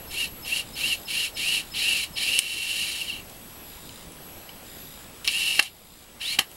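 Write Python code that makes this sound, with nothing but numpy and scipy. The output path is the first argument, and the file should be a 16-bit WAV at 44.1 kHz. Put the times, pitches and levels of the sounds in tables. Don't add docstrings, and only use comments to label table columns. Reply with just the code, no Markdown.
import sys
import numpy as np
from scipy import signal
from scipy.io import wavfile
from scipy.ndimage import uniform_filter1d

SR = 44100
rng = np.random.default_rng(int(sys.argv[2]) if len(sys.argv) > 2 else 0)


def gain_from_db(level_db):
    decades = np.asarray(level_db, float) / 20
    return 10 ** decades


def master(y):
    cut = np.clip(np.atleast_2d(y).T, -1, 1)
    pcm = np.round(cut * 32767)
    wavfile.write(sys.argv[1], SR, pcm.astype(np.int16))


N = 289516

# f/Hz, width/Hz, level/dB
HOUSING = [(1845, 250, -14.5), (2310, 197, -6.5), (2765, 252, 0), (3014, 536, -4), (3045, 240, -6),
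           (3903, 550, -7), (4172, 380, -8), (4530, 720, -10), (5300, 330, -11), (5820, 245, -17.5)]
# f/Hz, width/Hz, level/dB
FIZZ = [(6820, 420, -2.5), (7270, 3600, 2.5), (8790, 230, -15.5), (9850, 2240, 6.5), (10700, 1300, -8),
        (11900, 1100, 2), (13400, 420, -29)]
# f/Hz, width/Hz, level/dB
BOARDS = [(384, 480, -9), (798, 147, 1.5), (1180, 310, -3), (1716, 260, -1), (2020, 500, -1)]
LOCK_HZ = 2735


def evened(x):
    return x / np.sqrt(np.mean(x ** 2) + 1e-20)


def add(mix, s, sound):
    part = mix[round(s * SR):][:len(sound)]
    part += sound[:len(part)]


def causal(gain):
    log_gain = np.log(np.concatenate([gain, gain[-2:0:-1]]) + 1e-5)
    taps = np.fft.ifft(np.exp(np.conj(signal.hilbert(log_gain)))).real[:1024]
    return taps / np.linalg.norm(taps)


def passed_power(hz, modes):
    return sum((gain_from_db(db) / (1 + (2 * (hz - f) / w) ** 2)) ** 2 for f, w, db in modes)


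def passed_db(hz, modes):
    return 10 * np.log10(passed_power(hz, modes))


def through(x, modes):
    hz = np.fft.rfftfreq(4096, 1 / SR)
    taps = causal(np.sqrt(passed_power(hz, modes)))
    return signal.oaconvolve(x, taps)[:len(x)]


def flutter(length):
    return evened(uniform_filter1d(rng.standard_normal(length), size=500))


def yard():
    # f/Hz, level/dB per Hz
    air_spectrum = [(12, -38), (20, 18.5), (53, -5), (150, -3.5), (193, -3.5), (434, -7.5), (574, -8.5),
                    (1530, -14.5), (1960, -15.5), (2820, -14.5), (7110, -22), (10500, -18.5),
                    (11400, -17.5), (12400, -22), (16000, -29)]
    # t/s, level/dB
    rumble_swell = [(0.0, 1.5), (6.56, -2)]
    frames, hz = N // 256 + 5, np.fft.rfftfreq(1024, 1 / SR)
    real, imag, patches = rng.standard_normal((frames, 513, 3)).T
    patches = evened(uniform_filter1d(uniform_filter1d(patches, 12, 0), 14, 1))
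    f, db = np.transpose(air_spectrum)
    air_db = np.interp(np.log(hz + 1), np.log(f + 1), db)[:, None]
    swell_db = np.interp(np.arange(frames) * 256 / SR, *np.transpose(rumble_swell))
    swell_db = swell_db / (1 + (hz[:, None] / 1500) ** 2)
    z = (real + 1j * imag) * gain_from_db(air_db + 1.36 * patches + swell_db)
    return gain_from_db(-45) * evened(signal.istft(z, nperseg=1024, noverlap=768)[1][:N])


def camera():
    # f/Hz, width/Hz, level/dB
    servo_case = [(3700, 720, 2.5), (4920, 220, 3.5), (7220, 310, 3), (9230, 640, 0.5), (12400, 720, -1)]
    # f/Hz, width/Hz, level/dB
    hiss_bands = [(7870, 270, -59.5), (2730, 190, -93), (15200, 3600, -68)]
    scan_levels = [-26, -15, 0, -17]
    servo_start, servo_length = 0.653, 0.393
    scan_hz, field_hz, steps_per_s = 15734, 60, 58.1
    t = np.arange(N) / SR
    on = 1. * ((t - servo_start) % 1 < servo_length) * (t > servo_start)
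    on = uniform_filter1d(on, 800)
    puffs = 0.32 + np.exp(-(t * steps_per_s % 1) / 0.26)
    out = gain_from_db(-47) * on * puffs * through(rng.standard_normal(N), servo_case)
    for hz, width, db in hiss_bands:
        out += gain_from_db(db) * through(rng.standard_normal(N), [(hz, width, 0)])
    for k, db in enumerate(scan_levels):
        out += gain_from_db(db - 57) * np.sin(2 * np.pi * (scan_hz + field_hz * (k - 2)) * t)
    return out


def whine():
    # t/s, level/dB
    whine_levels = [(0.0, -47), (0.55, -46.5), (0.69, -62), (0.8, -44), (1.24, -52.5), (2.56, -54),
                    (2.92, -53), (3.34, -53), (3.69, -48.5), (4.07, -68), (4.25, -48), (4.66, -55),
                    (4.82, -46), (5.11, -61), (5.44, -50), (5.68, -57), (6.12, -64), (6.56, -53)]
    t = np.arange(N) / SR
    gain = gain_from_db(np.interp(t, *np.transpose(whine_levels)))
    return gain * np.sqrt(2) * np.sin(2 * np.pi * 11719 * t)


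def whistle(s, length, db, hz, end_hz):
    u = np.linspace(0, 1, round(length * SR))
    tone = np.sin(2 * np.pi * np.cumsum(hz + (end_hz - hz) * u) / SR)
    return s, gain_from_db(db) * np.sqrt(2) * tone * np.sin(np.pi * u) ** 0.89


def clacks():
    # t/s, peak level/dB, board thump/dB, bright crack/dB, contact time/s
    clack_list = [(2.3894, -7.5, -46, 3.5, 0.0012), (3.2945, -38.5, -18, 4, 0.0057),
                  (3.89, -34, -21, -18, 0.0046), (4.118, -50, -18, 15.5, 0.0033),
                  (4.4904, -31.5, -18, -14, 0.00285), (5.245, -24, -31, -5, 0.002),
                  (5.25, -23, -26, -7, .002), (5.27, -28, -23, -19, 0.0026),
                  (5.2756, -6.5, -19.5, -10, 0.00098), (5.5918, -5.5, -7, -27, 0.0032),
                  (5.5956, -4, -8.5, -6.5, 0.0019), (5.6262, -12.5, -20, 3, 0.00043),
                  (6.2118, -22, -11.5, -26, 0.0024), (6.3875, -5, -7.5, -10, 0.0037),
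                  (6.3905, -6.5, -8.5, -2.5, 0.0024), (6.5135, -41, -6, 9, 0.0023)]
    clack_t60, echo_db, echo_t60 = 0.0029, -9.5, 0.11
    t, out = np.arange(6000) / SR, np.zeros(N)
    for s, db, thump_db, crack_db, contact in clack_list:
        shape = np.clip(t / (.5 * contact), 0, 1)
        shape = shape * gain_from_db(-60 * np.maximum(t - contact, 0) / clack_t60)
        shape = shape + gain_from_db(echo_db - 60 * t / echo_t60) * (t > contact)
        rings = [through(shape * rng.standard_normal(len(t)), modes) for modes in (HOUSING, BOARDS, FIZZ)]
        knock, thump, crack = [ring / abs(ring).max() for ring in rings]
        add(out, s, gain_from_db(db) * (knock + gain_from_db(thump_db) * thump + gain_from_db(crack_db) * crack))
    return out


def motor_hz(t, squeeze, release, top_hz, coast):
    stall_hz, spin_up_s, crawl_hz = 600, .064, 330
    spin = top_hz - (top_hz - stall_hz) * np.exp(-(np.minimum(t, release) - squeeze) / spin_up_s)
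    spin = np.maximum(spin - coast * np.maximum(t - release, 0), 0)
    return uniform_filter1d(np.hypot(spin, crawl_hz), size=700)


def motor_tones(t, hz, release, grip_db, bite_db):
    # f/Hz, width/Hz, level/dB
    gear_case = [(2765, 330, 0), (2370, 320, -9)]
    # f/Hz, width/Hz, level/dB
    vents = [(3800, 1600, 0)]
    tone_levels = [-30, -27, -35.5]
    speed_slopes = [32, 26, 0]
    speed = np.log10(hz / LOCK_HZ)
    tone_hz = np.minimum(hz, LOCK_HZ), 1.073 * hz, 2 * hz
    rings, bites = (gear_case, gear_case, vents), (bite_db, 0, bite_db)
    tone_db = [db + passed_db(f, modes) + slope * speed + grip_db + bite
               for db, f, modes, slope, bite in zip(tone_levels, tone_hz, rings, speed_slopes, bites)]
    coasting_db = -30 + 1.6 * passed_db(2 * hz, HOUSING) + grip_db + bite_db
    tone_db[2] = uniform_filter1d(np.where(t > release, coasting_db, tone_db[2]), size=700)
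    lost_hz = np.maximum.accumulate(hz) - hz
    tone_db[:2] = [db - .008 * lost_hz for db in tone_db[:2]]
    out = np.zeros(len(t))
    for f, db in zip(tone_hz, tone_db):
        phase = 2 * np.pi * np.cumsum(f) / SR + .4 * flutter(len(t))
        out += gain_from_db(db + .5 + 2.8 * flutter(len(t))) * np.sqrt(2) * np.cos(phase)
    return out


def gear_overtones(phase):
    multiples = [3, 3.22, 4, 4.44, 5, 6, 7]
    strengths = [-3, -13, -2, -9, -3, -5, -7]
    out = np.zeros(len(phase))
    for k, db in zip(multiples, strengths):
        gain = gain_from_db(-13.5 + db + 2.5 * flutter(len(phase)))
        out += gain * np.cos(k * phase + .45 * flutter(len(phase)))
    return out


def tooth_rattle(t, hz, start, kick, jolt):
    phase = 2 * np.pi * np.cumsum(hz) / SR
    overtones = gear_overtones(phase)
    beat = 1 + 0.05 * np.cos(phase / 10)
    rattle = beat * gain_from_db(1.1 * flutter(len(t))) * rng.standard_normal((3, len(t)))
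    slow_db = 5 * np.clip((1050 - hz) / 150, -1, np.sign(t - start - .2))
    low = through(rattle[0] + gain_from_db(slow_db - 6) * through(overtones, HOUSING), HOUSING)
    high = through(rattle[1] + gain_from_db(-4) * np.clip(hz / 2700, 0, 1) ** 4 * overtones, FIZZ)
    boards = (gain_from_db(-26) + gain_from_db(-5.5) * jolt) * through(rattle[2], BOARDS)
    return (kick + jolt) * low + gain_from_db(-6) * (1 + 0.36 * jolt) * high + boards


def spurt(pull, load):
    # t/s, jolt level/dB, drop of rattle/dB, drop of tones/dB
    slips = [
        (2.392, -35, -5, -4),
        (5.592, -17, -6, -20),
        (6.386, -23.5, -3, -24),
    ]
    attack_s, attack_db, kick_s, regrip_s = .022, -11, .045, 0.3
    stop_db_per_s, jolt_db_per_s, speed_db = 422, 328, 24
    start, release = pull[:2]
    stop, rattle_db, kick_db, bite_db = load
    t = np.arange(start, stop + .12, 1 / SR)
    hz = motor_hz(t, *pull)
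    gate_db = attack_db * np.clip(1 - (t - start) / attack_s, 0, 1)
    gate_db = gate_db - stop_db_per_s * np.maximum(t - stop, 0)
    level_db = rattle_db + speed_db * np.log10(hz / LOCK_HZ) + gate_db
    for s, _, rattle_drop_db, _ in slips:
        level_db = level_db + rattle_drop_db * (t > s) * np.exp(-abs(t - s) / regrip_s)
    kick = gain_from_db(kick_db * np.exp(-(t - start) / kick_s))
    jolt = sum((t > s) * gain_from_db(db - jolt_db_per_s * abs(t - s) - level_db) for s, db, *_ in slips)
    grip_db = 2 * gate_db + 40 * np.log10(np.minimum(kick, 1))
    grip_db = grip_db + sum((t > s) * (s > start) * drop_db for s, *_, drop_db in slips)
    tones = motor_tones(t, hz, release, grip_db, bite_db)
    rattle = gain_from_db(level_db - 4.5) * tooth_rattle(t, hz, start, kick, jolt)
    return start, (rattle + tones) * signal.windows.tukey(len(t), .06)


def scene():
    # t/s, length/s, level/dB, start f/Hz, end f/Hz
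    whistles = [(0.069, 0.053, -50, 5310, 5260), (0.419, 0.044, -43.5, 5330, 5000),
                (0.73, 0.031, -42.5, 5330, 5050), (1.049, 0.029, -43, 5330, 5000),
                (1.341, 0.031, -42, 5330, 5000), (1.712, 0.031, -41.5, 5300, 4960),
                (2.129, 0.036, -43.5, 5300, 4970), (6.19, 0.022, -53, 5300, 5520)]
    # squeeze t/s, release t/s, motor tone headed for f/Hz, coasting loss/Hz per s
    pulls = [(.09, .2, 3150, 4600), (.44, .555, 3140, 3000), (.745, .89, 3040, 6000),
             (1.065, 1.21, 2980, 7000), (1.35, 1.54, 2860, 6500), (1.73, 1.93, 2800, 6800),
             (2.145, 2.8, 2765, 6400), (5.232, 5.42, 2900, 1250), (6.195, 6.33, 2380, 400)]
    # stop t/s, rattle/dB, starting kick/dB, bite of motor tones/dB
    loads = [(.255, -27, -4, -18), (.598, -26, 1.5, -20), (.94, -25, 1.5, -18), (1.268, -24.5, 3, -11),
             (1.595, -23.5, 3, -2.5), (2.04, -23, 7.5, 0.5), (3.2, -23.5, 11, 0.5),
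             (5.665, -24.5, -20, 0.5), (6.345, -23, 5, 5.5)]
    mix = yard() + camera() + clacks()
    for row in whistles:
        add(mix, *whistle(*row))
    for pull, load in zip(pulls, loads):
        add(mix, *spurt(pull, load))
    return np.array([mix, mix])


def band_limit(x):
    return signal.sosfilt(signal.butter(12, 17030, fs=SR, output="sos"), x)


def record(dry):
    peak_db = 20 * np.log10(uniform_filter1d(abs(dry[0]), size=8) + 1e-6)
    fall = np.arange(N) * 6.1 / SR
    over_db = np.maximum(np.maximum.accumulate(peak_db + fall) - fall + 10.0, 0)
    late_db = np.concatenate([np.zeros(300), uniform_filter1d(over_db, size=300)])[:N]
    x = np.clip(dry / gain_from_db(1.66 * late_db) + whine(), -1, 1)
    edge = signal.firwin(1023, 15900, window=("kaiser", 10), fs=SR)
    return band_limit(signal.oaconvolve(x, edge[None], "same"))


dry = scene()
out = record(dry)
master(out)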